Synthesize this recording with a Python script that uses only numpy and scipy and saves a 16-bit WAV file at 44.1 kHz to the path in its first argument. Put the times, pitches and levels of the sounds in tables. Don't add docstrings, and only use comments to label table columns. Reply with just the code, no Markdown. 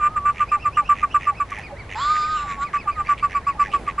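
import sys
import numpy as np
from scipy import signal
from scipy.fft import rfft, irfft
from scipy.io import wavfile

SR = 44100
rng = np.random.default_rng(int(sys.argv[2]) if len(sys.argv) > 2 else 0)


def to_wav(s):
    ch = np.atleast_2d(s).T
    pcm = np.round(np.clip(ch, -1, 1) * 32767)
    wavfile.write(sys.argv[1], SR, pcm.astype(np.int16))


N = 176400
T = np.arange(N) / SR

# (frequency [Hz], level [dB])
RUMBLE_SPECTRUM = [(30, -5), (45, -0.5), (70, 4), (280, -10), (1030, -12), (2330, -21.5), (3320, -28),
                   (6600, -35.5), (11000, -40.5)]
# (frequency [Hz], correlation [0-1])
RUMBLE_LIKENESS = [(60, 1), (250, 0.97), (1000, 0.87), (9000, 0.2)]
# (start [s], length [s], level [dB], ring pitch at the middle [Hz], onset [name])
HOOTS = [(.018, 0.065, -14, 1189, "slow"), (.163, 0.029, -17.5, 1188, "soft"),
         (.255, 0.056, -15, 1173, "soft"), (.404, 0.036, -15.5, 1180, "soft"),
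         (.518, 0.047, -14, 1182, "hard"), (.655, 0.034, -15.5, 1176, "soft"),
         (.771, 0.04, -12.5, 1186, "hard"), (.893, 0.044, -13, 1172, "hard"),
         (1.032, .022, -13.5, 1179, "soft"), (1.145, 0.033, -11.5, 1178, "hard"),
         (1.272, 0.037, -15.5, 1168, "soft"), (1.402, 0.03, -16.5, 1158, "hard"),
         (1.519, 0.016, -25.5, 1158, "hard"), (2.738, 0.042, -18, 1161, "hard"),
         (2.876, 0.035, -18, 1174, "soft"), (2.987, .034, -18, 1195, "slow"),
         (3.091, .045, -15, 1163, "soft"), (3.228, 0.04, -16, 1161, "hard"),
         (3.351, 0.037, -17, 1141, "soft"), (3.469, 0.042, -17, 1132, "hard"),
         (3.597, .039, -13.5, 1161, "soft"), (3.738, 0.031, -15.5, 1147, "soft"),
         (3.878, .02, -19, 1159, "soft"), (3.982, 0.03, -18.5, 1154, "hard")]
HOOT_ATTACK_S = {"hard": .009, "soft": 0.011, "slow": .085}
# (start [s], end [s], level [dB], first ring pitch [Hz], last ring pitch [Hz])
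HUMS = [(0.101, 0.164, -39.5, 1246, 1256), (0.193, 0.26, -33, 1141, 1153)]
# (frequency [Hz], level [dB])
HOOT_OVERTONES = [(1250, -31.5), (1480, -22), (1780, -35.5), (2080, -39), (2370, -25), (2680, -28.5),
                  (3000, -42), (3600, -58), (6800, -62), (7420, -38.5), (8100, -64)]
HOOT_RASP = [(1000, -14.5), (1400, 5), (1900, 5.5), (2700, -8.5), (3200, -23), (4500, -31.5), (6900, -33.5),
             (7450, -6.5), (8100, -28), (10700, -29)]
HOARSE_RASP = [(2100, -6), (2850, 7.5), (3400, -16), (5000, 9), (5900, -26.5)]
# (start [s], length [s], level [dB], resonance [Hz])
RATTLES = [(0.346, 0.1, -39, 2290), (0.944, 0.097, -39.5, 2330), (1.199, 0.068, -38.5, 2310),
           (1.482, 0.161, -38, 2210), (1.892, 0.068, -37, 2360), (2.143, 0.038, -36.5, 2170),
           (2.46, 0.11, -39.5, 2210), (2.731, 0.041, -37, 2150), (3.05, 0.099, -38.5, 2150),
           (3.181, 0.016, -40.5, 2790), (3.298, 0.05, -38.5, 2140), (3.618, 0.07, -36.5, 2110),
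           (3.719, 0.032, -38.5, 2829), (3.866, 0.051, -37, 2350)]
# (frequency [multiple of the resonance], level [dB])
RATTLE_THROAT = [(0.4, -29), (0.651, -12.5), (.8, 5.5), (1.05, 5), (1.5, -14), (2.1, -28), (2.7, -17),
                 (3.598, -35.5)]
# (time of the top [s], top pitch [Hz], kind [name])
PEEPS = [(0.504, 2616, "short"), (0.626, 2693, "short"), (0.759, 2882, "short"), (.875, 2805, "short"),
         (1.128, 2875, "short"), (1.25, 2775, "short"), (1.382, 2600, "short"), (1.649, 2492, "short"),
         (1.796, 2300, "short"), (2.111, 2370, "short"), (2.25, 2484, "sliding"), (2.38, 2840, "short"),
         (2.656, 2494, "sliding"), (2.795, 2600, "sliding"), (2.931, 2456, "sliding"),
         (3.075, 2357, "short"), (3.225, 2380, "short"), (3.358, 2393, "short"), (3.489, 2645, "sliding"),
         (3.738, 2935, "sliding")]
PEEP_KINDS = {"short": (-41, 1400, 0.036), "sliding": (-40.5, 1500, 0.048)}
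GRUNT_TIMES = [.572, .827, 1.326, 1.59, 1.715, 2.452, 2.588, 2.866, 3.006, 3.56, 3.688]
# (time [s], level [dB])
DRIPS = [(1.505, -38), (1.588, -37)]
# (time [s], ring pitch [Hz])
LONG_PITCH = [(1.95, 844.6), (1.968, 864), (2.014, 1113), (2.054, 1174), (2.118, 1231), (2.24, 1207),
              (2.3, 1244), (2.368, 1226), (2.376, 1179), (2.5, 1153), (2.53, 1111), (2.615, 1124),
              (2.645, 1166)]
# (time [s], ring level [dB], gain of overtones, bray and rasp [dB])
LONG_LEVELS = [(1.944, -70.5, -75), (1.956, -29.5, -48), (1.99, -28.5, -42.5), (2.019, -24, -40),
               (2.12, -16.5, -34.5), (2.135, -20.5, -36.5), (2.22, -21, -36), (2.275, -24.5, -40.5),
               (2.365, -21.5, -34), (2.382, -27, -38), (2.43, -26, -40.5), (2.458, -32, -48.5),
               (2.521, -26.5, -41), (2.56, -41, -63), (2.59, -30.5, -54.5), (2.634, -21, -37),
               (2.659, -28, -57.5), (2.695, -53, -65)]
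# (frequency [Hz], level [dB])
LONG_OVERTONES = [(1100, 3.5), (1520, 0), (1850, -28), (2450, -19), (3100, -18.5), (3800, -11),
                  (5200, -16.5), (5550, -30), (6700, -27), (7350, -16), (7750, -30), (8100, -45.5)]
LONG_RASP = [(600, -18.5), (1400, 3), (2200, -1.5), (2900, -14.5), (3900, -8), (5100, -5.5), (5600, -21),
             (6700, -19.5), (7450, -2), (8100, -39), (10500, -31)]
BRAY_SPECTRUM = [(1900, 12), (2700, -15), (3350, 5.5), (4500, 2)]
# (frequency [Hz], level [dB])
LAP_SPECTRUM = [(80, -29), (170, -6), (450, -6), (6000, -40)]


def from_db(db):
    return 10 ** (np.asarray(db) / 20)


def unit_rms(x):
    return x / np.sqrt(np.mean(x ** 2) + 1e-20)


def at_hz(points, hz):
    freqs, values = np.transpose(points)
    return np.interp(np.log(np.maximum(hz, 1)), np.log(freqs), values)


def noise(spectrum):
    gain = from_db(at_hz(spectrum, np.fft.rfftfreq(N, 1 / SR)))
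    return unit_rms(irfft(rfft(rng.standard_normal(N)) * gain, N))


def drift(rate_hz):
    rolloff = 1 + (np.fft.rfftfreq(N, 1 / SR) / rate_hz) ** 2
    return unit_rms(irfft(rfft(rng.standard_normal(N)) / rolloff, N))


def phase_of(hz):
    return 2 * np.pi * np.cumsum(hz) / SR


def ramp(u):
    return np.sin(np.pi / 2 * np.clip(u, 0, 1)) ** 2


def bell(t, width):
    return np.exp(-np.minimum((t / width) ** 2, 100))


def pan(x, left_db):
    return x * from_db([[left_db / 2], [-left_db / 2]])


def distant_rumble(rumble_db=-39, drone_hz=50.8, drone_db=-46):
    alike = np.clip(at_hz(RUMBLE_LIKENESS, np.fft.rfftfreq(N, 1 / SR)), 0, 1)
    mid = irfft(rfft(noise(RUMBLE_SPECTRUM)) * np.sqrt((1 + alike) / 2), N)
    side = irfft(rfft(noise(RUMBLE_SPECTRUM)) * np.sqrt((1 - alike) / 2), N)
    drone_gain = np.sqrt(2) * from_db(drone_db + 2 * drift(rate_hz=4))
    drone = drone_gain * np.sin(phase_of(drone_hz * (1 + .03 * drift(rate_hz=13))))
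    return from_db(rumble_db) * (mid + side * [[1], [-1]]) + drone


def voice(ring_hz, overtones, rasp_spectrum, jitter, flutter_db=2, colour_db=2, shimmer_db=.7):
    ring_hz = ring_hz * (1 + jitter * drift(rate_hz=144))
    phase = phase_of(ring_hz) / 4
    wander_db = flutter_db * drift(rate_hz=90) + colour_db * drift(rate_hz=5.3)
    upper = np.zeros(N)
    for k in range(5, 29):
        db = at_hz(overtones, k * ring_hz / 4) + np.roll(wander_db, rng.integers(N))
        upper += np.sqrt(2) * from_db(db) * np.sin(k * phase + rng.uniform(0, 2 * np.pi))
    ring = np.sqrt(2) * np.sin(4 * phase) * from_db(shimmer_db * drift(rate_hz=33))
    rasp = unit_rms(noise(rasp_spectrum) * (1 + .66 * np.cos(phase)))
    return ring, upper, rasp


def chatter(rasp_db=-20.5, hoarse_db=-35, hoarse_build_s=.95):
    swell_s, swell_db, tail_s, tail_db = .015, -18.5, .021, -20.5
    release_s, lag_s, sag_db, hum_fade_s = .027, .01, .5, .01
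    hz, body, faint = np.full(N, float(HOOTS[0][3])), np.zeros(N), np.zeros(N)
    for start, length, db, pitch, onset in HOOTS:
        span = (T > start - 3 * swell_s) & (T < start + length + 4 * tail_s)
        t = T[span] - start
        progress = np.clip(t / length, 0, 1)
        fall_hz = 96.2 * (1 - length / .064)
        lead_in_hz = 35 * ramp(-t / swell_s)
        tail_drop_hz = 24.15 * ramp((t - length) / tail_s)
        hz[span] = pitch + lead_in_hz + fall_hz * (.5 - progress) - tail_drop_hz
        gate = ramp(.5 + t / HOOT_ATTACK_S[onset]) * ramp((length + lag_s - t) / release_s)
        body[span] += gate * from_db(db - sag_db * (.22 + progress))
        faint[span] += from_db(db + tail_db) * bell(t - length, tail_s)
        if onset == "soft":
            faint[span] += from_db(db + swell_db) * bell(t, swell_s)
    for start, end, db, first_hz, last_hz in HUMS:
        hum = from_db(db) * ramp((T - start) / hum_fade_s) * ramp((end - T) / hum_fade_s)
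        hum_share = hum / (hum + body + 1e-20)
        hz += hum_share * (np.interp(T, [start, end], [first_hz, last_hz]) - hz)
        faint += hum
    ring, upper, rasp = voice(hz, HOOT_OVERTONES, HOOT_RASP, jitter=.003)
    after_long_call = ramp((T - LONG_PITCH[-1][0]) / hoarse_build_s)
    hoarseness = from_db(hoarse_db) * after_long_call * noise(HOARSE_RASP)
    return ring * (body + faint) + body * (upper + from_db(rasp_db) * rasp + hoarseness)


def duck_rattles(pulse_hz=95, decay_s=.0035, pad_s=.011):
    out = np.zeros(N)
    for start, length, db, resonance_hz in RATTLES:
        span = (T > start - pad_s) & (T < start + length + pad_s)
        t = T[span] - T[span][0]
        rate = pulse_hz * (1 + .1 * rng.standard_normal())
        since_pulse = (t * rate % 1) / rate
        puffs = np.exp(-since_pulse / decay_s) * rng.choice([-1, 1], len(t))
        throat = [(ratio * resonance_hz, level) for ratio, level in RATTLE_THROAT]
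        gain = from_db(at_hz(throat, np.fft.rfftfreq(len(t), 1 / SR)))
        rattle = irfft(rfft(puffs) * gain, len(t))
        out[span] += from_db(db) * unit_rms(rattle * np.sin(np.pi * t / t[-1]))
    return out


def peeps(half_depth_s=.047, lag_s=.0031, octave_db=-17, strain_db=-2, flutter_db=3):
    out, waver = np.zeros(N), .03 * drift(rate_hz=400)
    tops = [top_hz for _, top_hz, _ in PEEPS]
    for time, top_hz, kind in PEEPS:
        db, depth_hz, fade_s = PEEP_KINDS[kind]
        span = abs(T - time) < 2 * fade_s
        t = T[span] - time
        strain = (top_hz - min(tops)) / np.ptp(tops)
        arch_hz = top_hz - depth_hz * t ** 2 / (t ** 2 + half_depth_s ** 2)
        phase = phase_of(arch_hz * (1 + (.5 + strain) * waver[span]))
        swell = from_db(db + strain_db * strain) * bell(t - lag_s, fade_s)
        out[span] += np.sqrt(2) * swell * (np.sin(phase) + from_db(octave_db) * np.sin(2 * phase))
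    return out * from_db(flutter_db * drift(rate_hz=110))


def grunts(hz=830, fall_hz_per_s=2800, width_s=.014, db=-37.5):
    out, waver = np.zeros(N), 1 + .026 * drift(rate_hz=140)
    for time in GRUNT_TIMES:
        span = abs(T - time) < np.pi * width_s
        t = T[span] - time
        phase = phase_of((hz - fall_hz_per_s * t) * waver[span])
        out[span] += np.sqrt(2) * from_db(db) * bell(t, width_s) * np.sin(phase)
    return out


def drips(decay_s=.0022):
    envelope = np.zeros(N)
    for time, db in DRIPS:
        envelope += from_db(db) * (T > time) * np.exp(-np.minimum(abs(T - time) / decay_s, 20))
    return envelope * rng.standard_normal(N)


def plop(time_s=1.735, hz=569, width_s=.011, db=-32.5):
    return np.sqrt(2) * from_db(db) * bell(T - time_s, width_s) * np.sin(2 * np.pi * hz * T)


def long_call(bray_end_s=2.08, rasp_db=-7.5, slack_db=12.5, dull_s=2.32, dull_db=-16):
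    times, ring_db, upper_db = np.transpose(LONG_LEVELS)
    hz = np.interp(T, *np.transpose(LONG_PITCH))
    ring, upper, rasp = voice(hz, LONG_OVERTONES, LONG_RASP, jitter=.0018)
    bray_phase = phase_of(hz * (1 + .0063 * drift(rate_hz=220)))
    bray_gate = ramp((bray_end_s - T) / .05)
    for k, share in ((2, .5), (3, 1), (4, .5)):
        upper += bray_gate * share * from_db(at_hz(BRAY_SPECTRUM, k * hz)) * np.sin(k * bray_phase)
    slack = ramp(10 * (1 - hz / hz.max()))
    upper += from_db(rasp_db + slack_db * slack) * rasp
    treble = signal.sosfilt(signal.butter(1, [3670, 6000], "band", fs=SR, output="sos"), upper)
    upper -= (1 - from_db(dull_db)) * ramp((T - dull_s) / .045) * treble
    ring *= from_db(np.interp(T, times, ring_db))
    upper *= from_db(np.interp(T, times, upper_db))
    return (ring + upper) * (T > times[0]) * (T < times[-1])


def lap(time_s=3.8, width_s=.1, db=-39):
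    return from_db(db) * bell(T - time_s, width_s) * noise(LAP_SPECTRUM)


def bank_echo(x, t60_s=.3):
    t = T[:SR // 2]
    tails = rng.standard_normal((2, len(t))) * from_db(-60 * t / t60_s)
    return np.array([signal.fftconvolve(x, tail / np.linalg.norm(tail))[:N] for tail in tails])


def scene():
    near = chatter() + long_call()
    far = duck_rattles() + grunts() + drips() + plop() + lap()
    whistles = peeps()
    echo = bank_echo(from_db(-34) * near + from_db(-16.5) * far + from_db(-8.5) * whistles)
    return pan(near, left_db=-1.35) + pan(far + whistles, left_db=-2.5) + echo + distant_rumble()


def record(dry):
    cutoff_hz = 11250
    return signal.sosfilt(signal.ellip(12, .1, 80, cutoff_hz, fs=SR, output="sos"), dry)


dry = scene()
out = record(dry)
to_wav(out)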